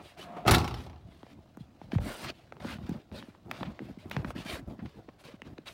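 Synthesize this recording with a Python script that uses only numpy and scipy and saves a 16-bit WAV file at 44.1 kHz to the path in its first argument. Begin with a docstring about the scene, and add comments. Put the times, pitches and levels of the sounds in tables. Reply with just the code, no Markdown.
"""Trunk lid slammed in a garage

A car's trunk lid swings down on rubbing hinges and slams: filtered noise bursts for the latch, dying
sines for the panels and body, fainter bursts for loose trim, and a noise tail for the garage around it.
Right at the microphone, mostly after the slam, the hand holding the camera shifts its grip: fingers and
palm are showers of tiny slips, bumps are low cycles falling in pitch, ticks are damped bursts. Still air
lies below.
"""
import sys
import numpy as np
from scipy import signal
from scipy.fft import next_fast_len
from scipy.io import wavfile
from scipy.ndimage import uniform_filter1d

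SR = 44100
rng = np.random.default_rng(int(sys.argv[2]) if len(sys.argv) > 2 else 0)


def output_pcm(signal):
    """Save a mono or channel-first signal as 16-bit PCM at the path in sys.argv[1].

    Samples are clipped to [-1, 1] before scaling.
    """
    pcm = np.clip(np.atleast_2d(signal).T, -1, 1) * 32767
    wavfile.write(sys.argv[1], SR, np.round(pcm).astype(np.int16))


N = 252693
TIME = np.arange(N) / SR  # s

# the lid's weight landing on the body, and its rebounds: start_s, relative level_db
LANDINGS = [(0.46, -2.5), (0.497, 5), (0.603, -6.5)]


def amp(db):
    """Decibels to gain."""
    return 10 ** (np.asarray(db) / 20)


def evened(x):
    """Scales to rms 1."""
    return x / np.sqrt(np.mean(x ** 2) + 1e-20)


def read(points, hz):
    """Reads a table along a log-frequency axis."""
    f, value = np.transpose(points)
    return np.interp(np.log(hz + 1), np.log(f + 1), value)


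def add(mix, s, sound):
    """Mixes a sound in at time s."""
    part = mix[max(round(s * SR), 0):][:len(sound)]
    part += sound[:len(part)]


def level(rows):
    """Gain over time from rows of time and dB."""
    s, db = np.transpose(rows)
    return amp(np.interp(TIME, s, db))


def colour(x, points, tilt_db=0):
    """Causal filter with the given spectrum, tilted by tilt_db per octave about 1.5 kHz."""
    size = next_fast_len(len(x) + 4096)
    hz = abs(np.fft.fftfreq(size, 1 / SR))
    tilt = tilt_db * np.log2(np.maximum(hz, 300) / 1500)  # level below 300 Hz
    log_gain = np.log(amp(read(points, hz) + tilt))
    response = np.exp(np.conj(signal.hilbert(log_gain)))  # minimum phase
    return np.fft.ifft(np.fft.fft(x, size) * response).real[:len(x)]


def wander(x, depth_db):
    """Narrow patches of the spectrum swell and fade, as when a contact keeps moving."""
    z = signal.stft(x, nperseg=1024, noverlap=768)[2]
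    patches = uniform_filter1d(rng.standard_normal(z.shape), size=4, axis=0)
    patches = evened(uniform_filter1d(patches, size=9, axis=1))
    return signal.istft(z * amp(depth_db * patches), nperseg=1024, noverlap=768)[1][:len(x)]


def resonate(x, hz, width_hz):
    """One resonance whose centre may move: shift down to zero, smooth, shift back."""
    turn = np.exp(2j * np.pi * np.cumsum(hz * np.ones(len(x))) / SR)
    r = np.exp(-np.pi * width_hz / SR)
    return (turn * signal.lfilter([1 - r], [1, -r], x / turn)).real


def ring(modes):
    """Dying sines, one for each mode, with alternating sign."""
    t = TIME[:SR]
    out = np.zeros(SR)
    for k, (hz, db, t60) in enumerate(modes):
        out += (-1) ** k * amp(db - 60 * t / t60) * np.sin(2 * np.pi * hz * t)
    return out


def strike(crack_t60, clatter_db, clatter_t60, rise_s, contact_db):
    """One sharp contact, then a crack of dense noise that dies into a clatter; each strike differs."""
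    t = TIME[:SR // 3]
    decay = amp(-60 * t / crack_t60) + amp(clatter_db - 60 * t / clatter_t60)
    shape = decay * (1 - np.exp(-t / rise_s))
    sound = shape * evened(wander(rng.standard_normal(len(t)), depth_db=3.5))
    add(sound, rise_s, [amp(contact_db)])  # a single-sample click
    return sound


def friction(points, per_s, spread_db, flutter_db, patchy_db):
    """Many tiny slips of uneven size, coming in clumps, coloured by what they shake."""
    slips = rng.choice([-1, 1], N) * (rng.random(N) < per_s / SR)
    slips = slips * amp(spread_db * np.minimum(rng.exponential(1, N), 4))
    clumps = uniform_filter1d(rng.standard_normal(N), size=400)
    clumps = evened(uniform_filter1d(clumps, size=300))
    return evened(colour(wander(slips, patchy_db) * amp(flutter_db * clumps), points))


def latch(panel_t60=0.47, spread_s=0.032):
    """Blows on steel, each coloured by the part it lands on; the strongest sets the panels ringing."""
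    # seal, striker and latch meeting: start_s, relative level_db, hardness_db_per_octave, part_hz
    blows = [(0.367, -26.5, -7, 888), (0.451, -23.5, -6.5, 769), (0.459, -19.5, -7.5, 942),
             (0.464, -15.5, -2, 710), (0.474, -8.5, -0.5, 1304), (0.479, 3.5, -1.5, 2300),
             (0.485, -9.5, -3.5, 1284), (0.494, -6, -3.5, 790), (0.510, -3.5, 3, 3780),
             (0.517, -2.5, -2.5, 940), (0.534, -8.5, -2, 1300), (0.539, -4.5, 0, 1295),
             (0.546, -1.5, 0.1, 3880)]
    # colour of a blow on steel: frequency_hz, level_db
    steel = [(60, -19.5), (170, -22.5), (245, -1), (400, -2), (490, -4), (750, 2.5), (1050, -5),
             (1300, 1.5), (1700, -6), (2900, -7.5), (4500, -9), (7000, -19), (11000, -21), (16000, -26)]
    # ringing of the lid's panels: pitch_hz, relative level_db
    panel_modes = [(244, 5), (338, 6), (411, 3), (658, -3), (727, 3), (826, 2), (860, -2), (893, -3),
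                   (973, -3), (1126, 1), (1180, -6), (1270, -3), (1292, -1), (1331, 0), (2574, -8),
                   (4171, -7), (4760, -13)]
    out = np.zeros(N)
    for s, db, hardness_db, hz in blows:
        blow = strike(crack_t60=0.062, clatter_db=-13, clatter_t60=0.18, rise_s=0.0006, contact_db=14.5)
        blow = colour(blow, steel, hardness_db)
        part = resonate(blow, hz, 0.38 * hz)
        add(out, s, amp(db - 8) * (blow + amp(-4.5) * part))
    s, db, *_ = max(blows, key=lambda row: row[1])
    panels = ring([(hz, mode_db, panel_t60) for hz, mode_db in panel_modes])
    spreading = 1 - np.exp(-TIME[:SR] / spread_s)
    add(out, s, amp(db - 34) * panels * spreading)
    return out


def boom(rise_s=0.011, thud_t60=0.22):
    """The lid squeezes the seal and the trapped air: a dull thud and the low modes of the body."""
    # the body and the air in the trunk: pitch_hz, relative level_db, t60_s
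    body_modes = [(59, 3.5, 0.33), (79.5, -5, 0.88), (90, -8, 0.99), (118.6, 7, 0.31), (158.4, -11.5, 0.17),
                  (239.7, -9.5, 0.22)]
    # frequency_hz, level_db
    dull = [(25, -54.5), (55, 10.5), (130, 4.5), (280, -3.5), (450, -11), (1200, -60.5)]
    t, out = TIME[:SR], np.zeros(N)
    for s, db in LANDINGS:
        thud = evened(colour(rng.standard_normal(SR), dull)) * amp(-60 * t / thud_t60)
        body = amp(-31) * ring(body_modes) + amp(-17) * thud
        add(out, s, amp(db) * body * (1 - np.exp(-t / rise_s)))
    return out


def trim():
    """The number plate and trim chatter against the shaking lid: a run of short strikes."""
    # loose parts knocking: start_s, relative level_db, hardness_db_per_octave
    rattles = [(0.569, -10, -7), (0.582, -8.5, 3.5), (0.600, -11, 1), (0.613, -17, 0.5),
               (0.643, -12.5, 1.5), (0.651, -21, -2), (0.677, -12.5, 1.5), (0.709, -19, 0),
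               (0.7412, -14, 0.5), (0.772, -30, -1), (0.804, -24, -0.5), (0.838, -30, 2),
               (0.864, -24.5, -.5), (0.896, -27.5, -1), (0.93, -32, -4.5), (0.959, -32.5, -3.5)]
    # colour of the loose parts: frequency_hz, level_db
    trim_colour = [(100, -3), (250, -2.5), (380, -4.5), (520, -8), (780, 7), (1050, 0.5), (1330, -2),
                   (1600, -7.5), (2500, -7), (3200, -8), (4300, -11.5), (5500, -14), (7000, -27),
                   (16000, -34)]
    out = np.zeros(N)
    for s, db, hardness_db in rattles:
        knock = strike(crack_t60=0.034, clatter_db=-14, clatter_t60=0.33, rise_s=0.00071, contact_db=11.5)
        add(out, s, amp(db - 9.5) * colour(knock, trim_colour, hardness_db))
    return out


def hinge(sing_hz=705, sing_width_hz=48):
    """The hinges rub and sing hollowly as the lid comes down, and stop when it lands."""
    # the lid swinging on its hinges: time_s, relative level_db
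    swing = [(0, -42), (0.06, -73), (0.13, -81), (0.17, -55.5), (0.3, -44.5), (0.362, -45), (0.372, -36),
             (0.41, -44.5), (0.44, -46.5)]
    # colour of the rubbing: frequency_hz, level_db
    hinge_colour = [(60, -29.5), (190, 2.5), (300, -8.5), (480, -11.5), (615, -2), (760, -6), (850, -9.5),
                    (1150, -9.5), (1600, -19.5), (2700, -23.5), (6000, -41.5), (16000, -51)]
    rub = friction(hinge_colour, per_s=4500, spread_db=2.0, flutter_db=1.0, patchy_db=1.0)
    sing = resonate(rng.standard_normal(N), sing_hz, sing_width_hz)
    sing = evened(resonate(sing, sing_hz, sing_width_hz))
    moving = TIME < LANDINGS[0][0]
    return level(swing) * moving * (amp(-3.0) * rub + amp(-5) * sing)


def stroke(length_s, fastest):
    """A finger lands, speeds up, slows and lifts: its speed, and the loudness that follows it."""
    land_s, lift_s = 0.004, 0.016
    edge_speed, arch = 0.23, 1.85  # share of top speed at both ends; sharpness of the arch between
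    t = TIME[:round((length_s + lift_s) * SR)]
    phase = np.interp(t / length_s, [0, np.clip(fastest, 0.05, 0.95), 1], [0, 0.5, 1])
    speed = edge_speed + (1 - edge_speed) * abs(np.sin(np.pi * phase)) ** arch
    touch = np.minimum(t / land_s, 1) * np.minimum((t[-1] - t) / lift_s, 1)
    return speed, speed * touch


def fingers(hollow_growth=0.78, scrape_width_hz=1100, scrape_glide=0.57, rest_db=-70.5):
    """Sliding skin rasps and fizzes, with a scrape that rises with speed; gentle strokes sound hollower."""
    # finger strokes over the case: start_s, length_s, fastest point as a share of the length,
    # relative rasp level_db, fizz_db relative to the rasp, scrape pitch_hz at top speed
    strokes = [(0.0, 0.15, 0.51, -57.5, -7, 3220), (0.17, 0.099, 0.45, -50, -8.5, 2900),
               (0.753, 0.12, 0.29, -59, -2, 3070), (1.07, 0.19, 0.32, -70.5, -4, 3500),
               (1.216, 0.13, 0.88, -66, -9.5, 2500), (1.593, 0.048, 0.29, -65.5, -7, 3700),
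               (1.787, 0.097, 0.57, -69.5, -8, 2500), (1.911, 0.066, 0.48, -51, -12.5, 1786),
               (2.0, 0.17, 0.65, -45, -4.5, 1250), (2.135, 0.14, 0.76, -45.5, -6, 895),
               (2.236, 0.073, 0.93, -41.5, -21, 3100), (2.324, 0.17, 0.17, -66.5, -10, 3020),
               (2.598, 0.17, 0.72, -45, -11.5, 1860), (2.773, 0.25, 0.48, -59.5, -17, 1200),
               (3.122, 0.096, 0.6, -50, -10, 4200), (3.212, 0.15, 0.1, -66.5, -6, 3000),
               (3.493, 0.092, 0.89, -52.5, -18, 1500), (3.576, 0.072, 0.36, -54, -12, 1600),
               (3.625, 0.17, 0.13, -62, -32, 2430), (3.784, 0.2, 0.26, -64.5, -12, 2430),
               (3.982, 0.11, 0.093, -61.5, -9, 2540), (4.106, 0.11, 0.15, -50.5, -18, 2400),
               (4.247, 0.074, 0.82, -55, -5.5, 1200), (4.348, 0.11, 0.36, -47, -12, 2850),
               (4.447, 0.15, 0.42, -41, -8, 2650), (4.683, 0.053, .4, -64, -12, 2000),
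               (4.777, 0.27, 0.41, -68.5, -13, 3400), (5.183, 0.058, 0.28, -63.5, -2, 2780),
               (5.234, 0.12, 0.14, -55, -11, 2880), (5.426, 0.072, 0.73, -62, -20, 1200),
               (5.655, 0.041, 0.71, -44.5, -12.5, 3280), (5.687, 0.067, .3, -60, -0.5, 3070)]
    # colours of the rasp, the hollow rub and the fizz: frequency_hz, level_db
    rasp_colour, hollow_colour, fizz_colour = [(300, -25), (700, 0), (1200, 2), (1800, -2), (2800, -1),
                                               (3600, -1.5), (4700, -5), (6200, -12.5), (7500, -16.5),
                                               (10000, -24.5)], [(150, -26.5), (350, -2), (480, -5.5),
                                                             (650, -0.5), (900, -16), (1400, -15),
                                                             (2500, -21.5), (6000, -53)], [(4000, -7), (6500, -6),
                                                                             (7700, -5), (8600, -1.5),
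                                                                             (11000, -6.5), (16000, -12)]
    scrape_colour = [(300, -6.5), (700, -1.5), (4500, -1.5), (8000, -18.5)]
    rasp_gain, fizz_gain, pitch_sum = np.zeros((3, N))
    for s, length_s, fastest, db, fizz_db, hz in strokes:
        speed, loudness = stroke(length_s, fastest)
        add(rasp_gain, s, amp(db) * loudness)
        add(fizz_gain, s, amp(db + fizz_db) * loudness)
        add(pitch_sum, s, amp(db) * loudness * hz * speed ** scrape_glide)
    scrape_hz = pitch_sum / (rasp_gain + 1e-12)  # where strokes overlap, the louder weighs more
    slips = friction(scrape_colour, per_s=2200, spread_db=1.5, flutter_db=0.0, patchy_db=4.0)
    scrape = amp(-1.0) * rasp_gain * evened(resonate(slips, scrape_hz, scrape_width_hz))

    rub_gain = rasp_gain + amp(rest_db)  # the grip is never quite still
    rasp = friction(rasp_colour, per_s=11000, spread_db=3.5, flutter_db=2.2, patchy_db=2.5)
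    rasp = amp(-3.5) * rub_gain * rasp
    hollow = friction(hollow_colour, per_s=1600, spread_db=4.5, flutter_db=-2.0, patchy_db=5.0)
    hollow = amp(-14.5) * rub_gain ** hollow_growth * hollow
    fizz = friction(fizz_colour, per_s=30000, spread_db=4.0, flutter_db=1.7, patchy_db=2.5)
    fizz = amp(-2.5) * fizz_gain * fizz
    return rasp + scrape + hollow + fizz


def bumps(start=1.95, end=0.67, fall_cycles=0.91, swell_cycles=0.79, flex=0.491, flex_db=-15):
    """Each bump gives a few low cycles; the small microphone's bass cut smears them into a falling pitch;
    the case flexes back slower."""
    # fingers bumping the case: start_s, relative level_db, nominal pitch_hz (start, end and flex multiply it)
    touches = [(1.046, -40, 102.0), (1.085, -44, 200), (1.232, -39, 274), (1.572, -36, 221.4),
               (1.606, -34, 148), (1.815, -40, 226), (1.932, -21, 225), (1.957, -14, 112),
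               (1.991, -27, 116), (2.013, -29, 73), (2.3, -33.5, 328), (2.65, -26.5, 212),
               (2.83, -35.5, 83.7), (2.892, -22.5, 190), (2.915, -25.5, 170), (3.12, -35.5, 207),
               (3.284, -36.5, 233), (3.611, -30.5, 226), (3.668, -32.5, 142), (3.804, -31, 246),
               (3.819, -30.5, 249), (3.973, -35, 213), (4.057, -34, 208), (4.167, -21, 133),
               (4.188, -24.5, 127), (4.247, -25.5, 192), (4.329, -40, 93), (4.359, -31, 230),
               (4.456, -32, 204), (4.622, -39, 132), (4.689, -47, 225), (4.789, -35, 205),
               (4.954, -45, 210), (5.084, -36.5, 290), (5.339, -37, 205), (5.421, -42, 220.0),
               (5.466, -36.5, 187), (5.492, -45, 180), (5.529, -42.5, 240), (5.586, -33.5, 298)]
    t, out = TIME[:SR // 6], np.zeros(N)
    for s, db, hz in touches:
        cycles = hz * t
        pitch_hz = hz * (end + (start - end) * np.exp(-cycles / fall_cycles))
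        u = cycles / swell_cycles
        push = u * np.exp(1 - u) * np.sin(2 * np.pi * np.cumsum(pitch_hz) / SR)
        v = cycles * flex / 1.7
        flex_back = v ** 2 * np.exp(2 - 2 * v) * np.sin(2 * np.pi * flex * cycles)
        add(out, s, amp(db - 2.5) * (push + amp(flex_db) * flex_back))
    return out


def ticks(damping=0.83, contact=1.54):
    """The case slips at a seam: a short burst shakes a heavily damped resonance, with a thin snap on top."""
    # the case under the grip: start_s, relative level_db, centre_hz, decay time constant_s,
    # snap_db relative to the body
    slips = [(1.231, -40.5, 797.0, 0.00037, -32), (1.266, -45.5, 788, 0.0013, -25),
             (1.572, -41, 870, 0.00041, -5.5), (1.815, -39, 788, 0.0024, -32.5),
             (1.919, -33, 1750, 0.0022, -27), (1.952, -33, 1190, 0.0012, -24),
             (1.981, -47, 1330.0, 0.00055, -5), (1.984, -30.5, 690, 0.0026, -38),
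             (2.523, -33.5, 1220, 0.0013, -48), (2.568, -42.5, 1310.0, 0.00073, -31),
             (2.605, -38.5, 1060, 0.00088, -29), (2.645, -32, 804, 0.0044, -26),
             (2.786, -43, 807.0, 0.0017, -28), (2.893, -38.5, 740, 0.0019, -3),
             (3.116, -44.5, 714, 0.0013, -30), (3.226, -34.5, 1380.0, 0.001, -25),
             (3.349, -46.5, 935, 0.002, -30), (3.5127, -23, 1680, 0.0021, -12.5),
             (3.6085, -35, 1000, 0.0028, -37), (3.6305, -23.5, 1450, 0.002, -25),
             (3.653, -41.5, 2310, 0.019, -24), (3.792, -30, 1580, 0.0015, -38),
             (4.098, -45, 4040, 0.00085, 2), (4.1127, -28, 2280, 0.0033, -10),
             (4.166, -21.5, 2220, 0.00094, -26), (4.2463, -28, 1410, 0.0029, -31),
             (4.305, -29, 1020, 0.0032, -13.5), (4.467, -45, 1840.0, 0.0027, -36),
             (4.556, -32, 1680, 0.0021, -22), (4.792, -45.5, 1360, 0.014, -26),
             (4.858, -43.5, 2160, 0.0038, -32), (5.088, -39.5, 990, 0.00436, -35),
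             (5.419, -30.5, 1610, 0.00076, -29), (5.579, -45.5, 1230.0, 0.00082, -21),
             (5.582, -38, 2200, 0.0014, -34)]
    # frequency_hz, level_db
    body_colour = [(150, -20.5), (500, 12.5), (1200, 3.5), (3300, -1.0), (6000, -9), (8000, -14), (16000, -30)]
    snap_colour = [(2000, -35), (6000, -6.5), (11000, -14.5), (16000, -11.5)]
    t, out = TIME[:2048], np.zeros(N)
    for s, db, hz, decay_s, snap_db in slips:
        burst = rng.standard_normal(len(t)) * np.exp(-t / decay_s)
        add(burst, decay_s / 2, [contact])  # a single-sample click
        body = resonate(colour(burst, body_colour), hz, damping * hz)
        snap = colour(burst, snap_colour)
        tick = body / abs(body).max() + amp(snap_db) * snap / abs(snap).max()
        add(out, s, amp(db + 2) * tick)
    return out


def palm(squeeze_s=0.013, relax_s=0.018, rest_db=-63.5):
    """Each squeeze rises, holds and relaxes; the creeping skin rumbles through the case."""
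    # the palm squeezing the case: start_s, length_s, relative level_db
    presses = [(0.0, 0.031, -52), (0.185, 0.3, -58), (1.287, 0.17, -58.5), (1.83, 0.12, -53),
               (1.992, 0.1, -41.5), (2.18, 0.14, -49), (2.51, 0.072, -52), (2.6, 0.16, -46),
               (2.78, 0.19, -52), (2.883, 0.091, -47), (3.114, 0.11, -45.5), (3.447, 0.18, -48),
               (3.6, 0.11, -46.5), (3.8, 0.11, -46), (4.045, 0.087, -47), (4.141, 0.16, -43.5),
               (4.344, 0.065, -43), (4.477, 0.15, -48), (4.665, 0.074, -43), (4.814, 0.041, -46),
               (4.953, 0.038, -47.5), (5.239, 0.02, -45.5), (5.443, 0.089, -50), (5.65, 0.042, -65)]
    # colour of the rumble: frequency_hz, level_db
    palm_colour = [(25, -31), (60, 0), (120, 2), (170, 1.5), (240, 1), (340, -4), (450, -14), (650, -12.5),
                   (1200, -26), (3000, -50)]
    t, pressure = TIME[:SR], np.zeros(N)
    for s, length_s, db in presses:
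        release = np.exp(-np.maximum(t - length_s, 0) / relax_s)
        add(pressure, s, amp(db) * np.minimum(t / squeeze_s, 1) * release)
    creep = friction(palm_colour, per_s=900, spread_db=2.5, flutter_db=1, patchy_db=4.0)
    return amp(2.0) * np.hypot(pressure, amp(rest_db)) * creep  # never quite still


def garage(x, build_s=0.0086):
    """Dense reflections from concrete and walls: a noise tail with its own decay at each frequency."""
    # reverberation of the garage: frequency_hz, t60_s
    decay = [(60, 1.13), (250, 0.97), (1000, 0.78), (4000, 0.29), (8000, 0.45), (16000, 0.089)]
    hz, t, z = signal.stft(rng.standard_normal(SR * 3 // 2), SR, nperseg=256)
    tail = signal.istft(z * amp(-60 * t / read(decay, hz)[:, None]), SR, nperseg=256)[1]
    tail *= np.minimum(TIME[:len(tail)] / build_s, 1) ** 2
    return signal.fftconvolve(x, tail / np.linalg.norm(tail))[:N]


def still_air():
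    """The steady hush of the place: coloured noise, strongest in the bass."""
    # colour of the hush: frequency_hz, level_db
    air_colour = [(15, -60.5), (25, -4.5), (108, 4.5), (229, -6.5), (463, -12.5), (659, -12), (1840, -31),
                  (3720, -30.5), (7510, -36), (14400, -42.5), (16000, -31.5)]
    return amp(-63) * evened(colour(rng.standard_normal(N), air_colour))


def scene():
    """The car in the garage, the hand right at the microphone, and still air."""
    lid, low, case = latch() + trim(), boom(), ticks()
    room = garage(amp(-20.0) * lid + amp(-12.5) * low + amp(-19) * case)
    car = hinge() + lid + low
    hand = case + bumps() + fingers() + palm()
    return (car + room + hand + still_air())[None]


def record(dry):
    """The small microphone loses the deepest bass; then the treble is cut off at the band limit."""
    thin = signal.sosfilt(signal.butter(4, 34, "high", fs=SR, output="sos"), dry)
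    band_limit = signal.firwin(511, 15900, window=("kaiser", 9), fs=SR)  # cutoff in Hz
    return signal.oaconvolve(thin, band_limit[None], "same")


dry = scene()
out = record(dry)
output_pcm(out)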